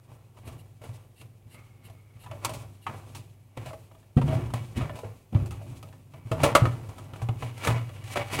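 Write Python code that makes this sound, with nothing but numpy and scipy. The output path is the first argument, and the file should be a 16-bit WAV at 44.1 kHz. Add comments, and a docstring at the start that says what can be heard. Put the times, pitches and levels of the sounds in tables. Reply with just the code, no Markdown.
"""First comes a small room's low hum, with soft scrapes and clicks as a hand screwdriver backs a screw
out of a sheet-metal case on a desk. Fingers swish round the handle and a thin squeal passes.
Then, louder, the case is turned, set down and its cover slid off. Knocks and scrapes make the metal
panels ring; thumps make the desk top ring. A noise suppressor turns the background down between sounds."""
import sys
import numpy as np
from scipy import signal
from scipy.fft import rfft, irfft
from scipy.io import wavfile
from scipy.ndimage import uniform_filter1d, minimum_filter1d

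SR = 44100
rng = np.random.default_rng(int(sys.argv[2]) if len(sys.argv) > 2 else 0)


def file_out(sig):
    """Save sig as 16-bit WAV at sys.argv[1]."""
    # one column per channel
    cols = np.atleast_2d(sig).T
    # limit, then scale
    lim = np.clip(cols, -1, 1)
    pcm = np.round(lim * 32767).astype(np.int16)
    wavfile.write(sys.argv[1], SR, pcm)


N = 370440


def undb(db):
    """Turn decibels into a number to multiply by."""
    return 10 ** (np.asarray(db) / 20)


def unit(x):
    """Scale a sound to an average power of 1."""
    return x / np.sqrt(np.mean(x ** 2))


def colour(x, table):
    """Turn each pitch up or down along a curve of (pitch [Hz], level [dB])."""
    hz, db = np.transpose(table)
    f = np.fft.rfftfreq(x.shape[-1], 1 / SR) + 1e-9
    return irfft(rfft(x) * undb(np.interp(np.log(f), np.log(hz), db)), x.shape[-1])


def fade(ring_s, seconds):
    """A fade that drops 60 dB in ring_s seconds."""
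    return np.exp(-np.log(1000) * np.arange(int(seconds * SR)) / SR / ring_s)


def rings(hz, ring_s, seconds):
    """Pure tones dying away, one in each row."""
    t = np.arange(int(seconds * SR)) / SR
    return np.sin(2 * np.pi * np.outer(hz, t)) * np.array([fade(d, seconds) for d in ring_s])


def near(hz, main_hz, octaves, far_db):
    """Tones near the main pitch take more of a blow than those far from it."""
    return undb(far_db * (1 - np.exp(-.5 * (np.log2(hz / main_hz) / octaves) ** 2)))


def add(out, s, sound, db):
    """Place a sound at time s with its peak at db."""
    i = int(s * SR)
    out[i:i + len(sound)] += (sound * undb(db) / np.abs(sound).max())[:N - i]


def wander(per_s, spread_db):
    """A volume that drifts to a new random level per_s times a second."""
    levels = undb(spread_db * rng.standard_normal(int(per_s * N / SR) + 2))
    return np.interp(np.arange(N) * per_s / SR, np.arange(len(levels)), levels)


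# The tone of room air and microphone hiss: (pitch [Hz], level [dB])
AIR_TONE = [(20, 12), (50, 16.5), (110, -27), (160, 10.5), (256, -2), (416, 0.5), (714, -2), (1440, -15),
            (2220, -14), (4250, -22.5), (11600, -17.5), (16000, -20.5)]
# How loud the two hums are: (time [s], 100 Hz level [dB], 120 Hz level [dB])
HUM_LEVELS = [(0, -50.5, -53.5), (3.55, -46, -52), (3.65, -50, -57), (5.2, -50.5, -59), (8.4, -42, -50.5)]


def background(air_db=-55.5, in_step_s=.0103):
    """Room air and microphone hiss under two hums that beat against each other 20 times a second."""
    t = np.arange(N) / SR
    s, low_db, high_db = np.transpose(HUM_LEVELS)
    hum = 0
    for hz, db in ((100, low_db), (120, high_db)):
        tone = np.sqrt(2) * np.cos(2 * np.pi * hz * (t - in_step_s))
        hum += tone * undb(np.interp(t, s, db)) * wander(22, 0.7)
    return hum + undb(air_db) * unit(colour(rng.standard_normal(N), AIR_TONE))


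# The panels' strong tones; wider ones die sooner: (pitch [Hz], width [Hz], level [dB])
PANEL_TONES = [(444.6, 48, 2.5), (509, 83, -19.5), (579.4, 13.4, -3), (643.3, 13, -5), (771, 97, -2),
               (858, 34, -15), (994.3, 29, 3.5), (1115, 76, -10), (1253, 50, -3), (1293, 68, 5),
               (1460, 49, -7), (1764, 39, -5), (2048, 160, -1), (2307, 220, 2.5), (2548, 260, -1.5),
               (2936, 320, -9.5), (3070, 120, -29)]
# The case's many weak tones in between: (pitch [Hz], level [dB])
WEAK_TONES = [(150, -15.5), (250, -5.5), (537, -5), (594, -3), (1170, -6.5), (1320, -12), (1480, -15.5),
              (2920, -10), (5000, -27), (6500, -90), (11000, -120)]
# The bright noise of a scrape's hiss or a knock's crack: (pitch [Hz], level [dB])
BRIGHT_TONE = [(1470, -14), (2500, -0.5), (3570, -4), (5150, -7), (6500, -6), (9150, -5), (15200, -17.5),
               (16000, -13.5)]
# The desk top's tones: (pitch [Hz], level [dB])
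DESK_TONES = [(104, -2), (111, -11), (118, 9), (128, -5.5), (143, 5), (160, -9), (215, -5), (250, -6.5),
              (277, -12.5), (345, -6.5), (398, -18.5)]
# Scrapes of hand, thread or cover. The last three levels are added to the large panels' level:
# (peak time [s], large panels [dB], time to swell 20 dB [s], time to fade 20 dB [s], main pitch [Hz],
# small panels [dB], hiss of skin and rough edges [dB], desk rumble [dB])
SCRAPES = [(.1, -52, .15, 0.34, 544, -16, -18, 9.5), (.39, -49, 0.1, -0.03, 647, -18, -13, -4),
           (.48, -44, 0.09, 0.08, 630, -11, -17, 11.5), (.53, -50, 0.03, 0.22, 614, -18, -11, 12),
           (.84, -47.5, .06, 0.33, 520, -14, -13, 1), (.97, -58, 0.25, -0.44, 609, -9, -2, 14),
           (1.22, -57, 0.1, -0.34, 567, -6, 0.5, 12), (1.54, -56.5, 0.2, 0.4, 670, -6.5, -15.5, 6),
           (1.891, -53.5, 0.3, -0.03, 665, -7, -10, 11.5), (2.25, -53, 0.26, -0.3, 888, -6.5, -8, -4),
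           (2.331, -43.5, 0.1, 0.12, 600, -14, -31, 5), (2.451, -37, 0.05, 0.19, 1080, -15, -14, -1),
           (2.54, -46.5, 0.18, 0.3, 689, -28.5, -6.5, 8.5), (2.868, -37, 0, .25, 1060, -17, -30, -5),
           (3.15, -56, 0.53, 0.25, 1050, -12, -1.5, 14), (3.575, -40, 0.01, 0.09, 500, -10.5, -32.5, 7),
           (3.701, -46, 0.2, 0, 674, -6, -14, 10), (3.926, -61.5, 1.01, 1, 690, -20, -22, 0),
           (4.169, -36.5, -0.03, 0, 530, -14, -30, 28), (4.29, -36, 0.07, 0.3, 640, -11, -16, 15.5),
           (4.35, -37.5, 0.0736, 0.17, 640, -14, -15.5, 11.5),
           (4.537, -36.5, -0.01, 0.1, 860, -6.5, -15, -10), (4.555, -55, -0.01, 0.26, 800, -12, 2, 7),
           (4.773, -37.5, 0.02, 0.0845, 600, -5.5, -11, 15), (4.82, -38, 0.07, 0.0868, 690, -12, -18.5, 14),
           (4.95, -46, 0.5, 0.05, 580, -13, -14.5, 7), (5.045, -42.5, -0.14, 0.12, 486, -15, -27, 1),
           (5.36, -43, .035, 0.21, 544, -13, -18, 20.5), (5.52, -52, -0.07, 0.43, 730, -9.5, -9, 11),
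           (5.7, -53.5, 0.11, 0.52, 600, -17, -7.5, 16.5), (5.93, -59, 0, -1.3, 634, -9, -6, 7),
           (6.15, -54, 0.1, 2.8, 657, -9, -22, 10.5), (6.271, -50.5, -0.03, -0.2, 640, -8, -15.5, 22),
           (6.314, -35.5, 0, 0.3, 642, -22, -18.5, 9.5), (6.422, -31.5, 0.04, 0.02, 630, -9, -14, 13),
           (6.436, -14, 0.0063, .09, 624, -13, -18, -7.5), (6.51, -32, 0.09, 0.06, 760, -16, -21, 1),
           (6.554, -13.5, 0, 0.0333, 1120, -6.5, -15, -3.5),
           (6.659, -28, 0.12, 0.0558, 1110, -33.5, -25.5, 8.5), (6.753, -47, 0.53, 1.2, 650, -26, -12, 8),
           (7.215, -50, 0.33, 0.1, 820, -11, -13, 14), (7.307, -44.5, -0.1, 0.06, 660, -27, -22, 12.5),
           (7.427, -44, 0.1, 0.2, 783, -4, -7.5, 8.5), (7.652, -33, 0.09, 0.2, 1220, -4.5, -8.5, -14),
           (7.677, -21.5, 0.02, 0.1, 955, -11.5, -16, 2), (7.96, -54.5, 0.2, 0.3, 700, -2.5, -11, 15),
           (8.141, -42, 0.17, -0.2, 692, -4.5, -3.5, -3), (8.17, -26, 0.0171, 0.1, 680, -6, -13.5, -7),
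           (8.335, -35.5, 0.066, 0.7, 810, -2.5, -5.5, 2), (8.39, -34, 0.06, -5, 834, -4, -12, 3)]


def scrapes(slips_per_s=3000, split_hz=1550):
    """Tiny uneven slips hiss, rumble the desk and shake the panels, most of all the one being held."""
    _, large_db, _, _, held_hz, small_db, hiss_db, desk_db = np.transpose(SCRAPES)
    slips = (rng.random(N) < slips_per_s / SR) * rng.standard_normal(N)
    slips *= undb(2 * np.minimum(rng.exponential(size=N), 3))  # a few slips are stronger
    slips = unit(slips) * wander(50, 2.2)
    large = slips * pressure(large_db, rest_db=-69.5)
    small = slips * pressure(large_db + small_db, rest_db=-76)
    metal = 0
    for push, side, db in ((large, "low", 16.5), (small, "high", 23)):  # large panels sound lower
        band = signal.butter(4, split_hz, side, fs=SR, output="sos")
        metal += undb(db) * signal.sosfilt(band, colour(push, WEAK_TONES))
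    for hz, width, db in PANEL_TONES:
        if hz < split_hz:
            held_db = 20 * np.log10(near(hz, held_hz, octaves=0.11, far_db=-13.5))
            push = undb(18.5) * slips * pressure(large_db + held_db, rest_db=-77.5)
        else:
            push = undb(15) * small
        push *= wander(8, 2.1)  # the moving touch finds and loses each panel
        metal += undb(db) * signal.lfilter(*signal.iirpeak(hz, hz / (0.4 * width), SR), push)
    hiss = unit(colour(0.35 * slips + rng.standard_normal(N) * wander(40, 3.26), BRIGHT_TONE))
    hiss *= pressure(large_db + hiss_db, rest_db=-67.5, lingers=0.76)
    hz, db = np.transpose(DESK_TONES)
    desk_ring = undb(db + 3.1 * np.log2(hz / 118)) @ rings(hz, np.full(len(hz), 0.1), 0.21)
    rumble = unit(signal.fftconvolve(rng.standard_normal(N), desk_ring)[:N])
    rumble *= pressure(large_db + desk_db, rest_db=-48.5, lingers=1.19)
    return undb(-3) * metal + hiss + undb(-4) * rumble


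def pressure(db, rest_db, lingers=1, settle_db=-25, settle_s=0.32):
    """How hard the rubbing is: each scrape swells, fades and settles to the level of resting hands."""
    s, _, swell_s, fade_s = np.transpose(SCRAPES)[:4, :, None]
    t = np.arange(0, N / SR, .001)
    after = np.maximum(t - s, 0)
    # swell or fade times of zero or less give a sudden edge
    swelling = undb(20 * np.minimum(t - s, 0) / np.maximum(swell_s, .002))
    fading = undb(-20 * after / np.maximum(fade_s * lingers, .01))
    settling = undb(settle_db - 20 * after / settle_s)
    shape = np.where(t < s, swelling, np.maximum(fading, settling))
    power = undb(db) ** 2 @ shape ** 2 + undb(rest_db) ** 2
    return np.interp(np.arange(N) / SR, t, np.sqrt(power))


# Metal hitting metal: (time [s], level [dB], extra crack level [dB], main pitch [Hz],
# rattle time [s], strength of tones far from that pitch [dB])
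KNOCKS = [(0.371, -42, -28, 590, 0.011, -5.5), (0.476, -35, -15, 634, .017, -6.5),
          (0.817, -39.5, -19, 503, .014, -2.5), (0.839, -36, -30, 444, 0.027, -7.5),
          (1.213, -41.5, -10, 427, .011, -4), (1.543, -44, -6, 580, 0.0069, -3),
          (1.898, -41, -13, 630, .012, -4.5), (2.236, -40.5, -16.5, 1120, 0.033, -2),
          (2.262, -38.5, -18, 988, 0.0089, -17), (2.313, -30, -20, 606, .0065, -7),
          (2.448, -19.5, -3, 1070, 0.011, -13), (2.493, -30, -10, 680, 0.02, -7),
          (2.536, -36, -5, 590, 0.033, -9), (2.866, -21.5, -27, 1170, 0.021, -20.5),
          (3.149, -39.5, -1, 1090, 0.038, -23.5), (3.573, -30.5, -15.5, 440, 0.008, -9),
          (3.659, -35, -11.5, 640, 0.053, -4.5), (3.705, -35, -33, 655, 0.008, -6),
          (3.731, -33, -18.5, 650, 0.017, -24), (3.914, -41, -22, 642, .009, -8),
          (3.949, -46.5, -30, 636, 0.013, -12), (4.029, -46, -21, 643, 0.011, -5),
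          (4.171, -20.5, -25.5, 445, 0.03, -17.5), (4.215, -23, -22.5, 447, 0.019, -18),
          (4.28, -28.5, -30, 645, 0.014, -20), (4.326, -26.5, -43, 640, .01, -20),
          (4.46, -43.5, -9, 1090, 0.018, -8.5), (4.504, -35.5, -17, 1040, 0.011, -13),
          (4.538, -23, -14, 945, 0.0067, 0.5), (4.808, -27, -36, 700, 0.029, -7),
          (4.843, -36.5, -37, 613, .011, -7), (4.895, -30, -47, 580, .014, -4.5),
          (4.956, -36, -12.5, 620, 0.07, -6), (4.989, -31.5, -17, 493, 0.014, -6),
          (5.034, -27.5, -37, 460, 0.041, -28), (5.329, -35, -39, 470, 0.0071, -9),
          (5.348, -31, -42, 577, 0.018, -11.5), (5.459, -40, -7, 715, 0.023, -15.5),
          (5.508, -39, -5, 1300, 0.029, -4), (5.613, -38, -34.5, 610, 0.011, -22),
          (5.828, -38, -7.5, 633, .008, -4), (5.888, -44, -5, 651, .0063, -11),
          (5.927, -42.5, -18, 478, .017, -2), (6.137, -39.5, -18, 649, 0.009, -6),
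          (6.316, -18, -19, 646, 0.014, -9.5), (6.434, -9.5, -16, 557, 0.02, -2),
          (6.551, -0.5, -17, 1260, .015, -4), (6.655, -17, -31, 1230, 0.0069, -5),
          (6.733, -37.5, -28, 486, .022, -15.5), (6.89, -36.5, -16, 461, 0.018, -4.5),
          (6.982, -36, -13, 1340, 0.024, -2.5), (7.136, -33, -23, 587, 0.0081, 1),
          (7.16, -36, -17, 770, 0.013, 1), (7.218, -28, -19.5, 816, 0.025, -7.5),
          (7.288, -24.5, -24, 770, 0.0084, -12.5), (7.424, -26, -31.5, 760, 0.01, -2.5),
          (7.578, -38.5, -7, 789, .012, -6.5), (7.649, -25, -8, 1360, 0.016, -9.5),
          (7.672, -14.5, -15, 1060, 0.011, 9), (7.892, -39.5, -14.5, 549, 0.011, -4),
          (8.04, -40.5, -4.5, 1800, 0.01, -27), (8.158, -18, -22, 574, 0.04, -2.5),
          (8.33, -26.5, -12.5, 660, 0.051, 0), (8.39, -17, -17, 1040, .02, 6)]


def knocks(length_s=.3):
    """A hit and a short rattle make the case ring, with a bright crack on top."""
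    out = np.zeros(N)
    hz, width, tone_db = np.transpose(PANEL_TONES)
    tones = rings(hz, 3.73 / width, length_s)
    t = np.arange(tones.shape[1]) / SR
    for s, db, crack_db, main_hz, rattle_s, far_db in KNOCKS:
        contact, weak_noise, crack_noise = rng.standard_normal((3, len(t)))
        contact[0] = 17.3  # the first hit
        contact *= np.exp(-(t / (0.59 * rattle_s)) ** 2)  # the rattle holds briefly, then stops
        spot = rng.standard_normal(len(hz))  # every spot shakes the panels differently
        strength = undb(tone_db + 0.17 * spot) * np.sign(spot)
        panels = (strength * near(hz, main_hz, 0.11, 2.54 * far_db)) @ tones
        # weak tones fade fast and lean to the same pitch; a harder hit wakes more of them
        weak = colour(weak_noise, WEAK_TONES) * fade(0.058, length_s)
        weak = undb(far_db) * weak + signal.lfilter(*signal.iirpeak(main_hz, 1.5, SR), weak)
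        body = unit(panels) + undb(1.5 + 0.17 * crack_db) * unit(weak)
        add(out, s, signal.fftconvolve(contact, body)[:len(t)], db)
        crack_shape = fade(5 * rattle_s, length_s) + 0.05 * fade(0.063, length_s)
        crack_shape -= 0.74 * fade(0.0015, length_s)  # soften the start
        add(out, s, colour(crack_noise, BRIGHT_TONE) * crack_shape, db + crack_db + 6.5)
    return out


# Each new grip on the screwdriver: (time [s], length [s], level [dB])
GRIPS = [(0.435, 0.068, -55), (0.574, 0.052, -55.5), (0.825, 0.04, -58), (1.146, 0.1, -53.5),
         (1.49, 0.086, -52), (1.829, 0.06, -52), (2.183, 0.082, -52), (2.809, 0.058, -53),
         (3.155, 0.032, -55.5)]
# The tone of sliding skin: (pitch [Hz], level [dB])
SKIN_TONE = [(1060, -52), (1800, -4), (2510, -11), (2750, 6.5), (3380, -11), (3940, -4), (6130, -20),
             (8480, -5), (11600, -4.5), (15500, -21)]


def finger_swishes():
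    """Fingers slip round the handle, making smooth swells of noise."""
    swell = np.zeros(N)
    for s, length_s, db in GRIPS:
        add(swell, s, np.hanning(int(length_s * SR)) ** 0.69, db)
    return swell * unit(colour(rng.standard_normal(N), SKIN_TONE))


# Weight landing on the desk: (time [s], level [dB], main pitch [Hz], extra level of high tones [dB],
# ring time at 118 Hz [s])
THUMPS = [(0.889, -27.5, 107.4, -29, 0.4), (1.222, -40, 114, -23, 0.41), (1.455, -33, 105, -7.5, 0.21),
          (1.895, -36, 105, -21, 0.22), (2.154, -32, 106, -12, 0.17), (2.455, -35.5, 118, -2, 0.56),
          (2.889, -35.5, 143, 3, 0.25), (3.573, -34, 128, -20, 0.12), (4.165, -5.5, 148.6, 2.5, 0.14),
          (4.198, -22, 122, 0, 0.49), (4.238, -13, 140, -16, 0.23), (4.268, -21.5, 127, -9, 0.19),
          (4.298, -26, 115, -19, 0.22), (4.351, -21, 120, -24, 0.44), (4.411, -29, 119, -20, 0.46),
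          (4.537, -23, 118, -3, 0.41), (4.607, -27, 118, -17, 0.17), (4.769, -19, 112, 12, 0.27),
          (4.943, -33.5, 113, -20, 0.46), (5.048, -30.5, 105, -9, 0.51), (5.325, -24.5, 95.5, -2.5, 0.21),
          (5.349, -8, 107.5, -16, 0.24), (5.42, -16, 109, -22, 0.094), (5.519, -27, 103, -25, 0.49),
          (6.25, -27, 109.4, -15, 0.3), (6.311, -17.5, 126, -8, 0.35), (6.559, -25.5, 126, -17, 0.86),
          (6.618, -8, 126, -25.5, 0.38), (6.886, -27, 105, -20, 0.095), (7.221, -20, 117, -21.5, 0.31),
          (7.289, -19, 120, -34, 0.17), (7.359, -29, 113, -24, 0.3), (7.424, -27, 121, -22, 0.53),
          (7.682, -16.5, 117, -29, 0.73), (8.039, -31.5, 109, -40.5, 0.32), (8.172, -27, 117, -11, 0.18),
          (8.326, -27, 107, -19, 0.26)]


def desk_thumps(push_s=0.0035):
    """A short push makes the desk top ring; a harder one reaches its higher tones."""
    out = np.zeros(N)
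    hz, tone_db = np.transpose(DESK_TONES)
    high = hz > 190
    direction = np.where(high, (-1) ** np.arange(len(hz)), 1)  # high tones start up and down in turn
    for s, db, main_hz, high_db, ring_s in THUMPS:
        strength = undb(tone_db + 2 * rng.standard_normal(len(hz)) + high_db * high)
        strength *= np.where(high, 1, near(hz, main_hz, octaves=0.082, far_db=-23))
        ring = (direction * strength) @ rings(hz, ring_s * (118 / hz) ** 0.35, 0.72)
        add(out, s, signal.fftconvolve(ring, np.hanning(int(push_s * SR))), db)
    return out


# The squeal's two narrow bands of noise: (pitch [Hz], width [Hz], level [dB])
SQUEAL_BANDS = [(2175, 80, 4.5), (1220, 130, 0.5)]


def squeal(start_s=1.55, end_s=2.2, swell_db_per_s=452, fade_db_per_s=8.5):
    """A thin squeal, probably the thread turning, swells fast, fades slowly and stops."""
    age = np.arange(N) / SR - start_s
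    db = -64 + np.minimum(swell_db_per_s * age, -fade_db_per_s * age)
    db -= 4.5 * (age > 0.13)  # the level steps down soon after the start
    bands = 0
    for hz, width, band_db in SQUEAL_BANDS:
        band = signal.lfilter(*signal.iirpeak(hz, hz / width, SR), rng.standard_normal(N))
        bands += undb(band_db) * unit(band)
    return bands * undb(db) * wander(25.5, 2.3) * (age < end_s - start_s)


def scene(echo_s=0.3, echo_db=-15.5):
    """Everything reaches one microphone, with the small room's short, dull echo."""
    direct = knocks() + desk_thumps() + scrapes() + squeal() + finger_swishes()
    dull_noise = signal.lfilter([1], [1, -.6], rng.standard_normal(int(.6 * SR)))
    tail = fade(echo_s, .6) * dull_noise
    echo = signal.fftconvolve(direct, tail / np.sqrt(np.sum(tail ** 2)))[:N]
    return np.tile(direct + undb(echo_db) * echo + background(), (2, 1))


def record(dry, depth_db=-10, open_db=-50, softness_db=4.5, hold_s=0.047, close_s=0.11):
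    """The noise suppressor opens at once when the middle pitches get loud, waits, then closes slowly."""
    bass_hz, top_hz, ceiling = 62.7, 15800, 0.87
    middle = signal.sosfilt(signal.butter(2, [300, 8000], "band", fs=SR, output="sos"), dry[0])
    heard_db = 10 * np.log10(uniform_filter1d(middle ** 2, int(0.011 * SR)) + 1e-12)
    shut = .5 - .5 * np.tanh((heard_db - open_db) / softness_db)  # 0 is open, 1 is turned down
    hold = int(hold_s * SR) // 2 * 2 + 1
    held = minimum_filter1d(shut, hold, origin=hold // 2)
    keep = np.exp(-1 / (close_s * SR))
    closing = signal.lfilter([1 - keep], [1, -keep], held, zi=[keep])[0]
    volume = undb(depth_db * np.minimum(held, closing))
    sound = signal.lfilter(*signal.butter(2, bass_hz, "high", fs=SR), dry)  # the microphone loses bass
    sound = ceiling * np.tanh(sound * volume / ceiling)  # round off loud peaks
    treble_cut = signal.ellip(12, .2, 90, top_hz, fs=SR, output="sos")
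    return signal.sosfilt(treble_cut, sound)


dry = scene()
out = record(dry)
file_out(out)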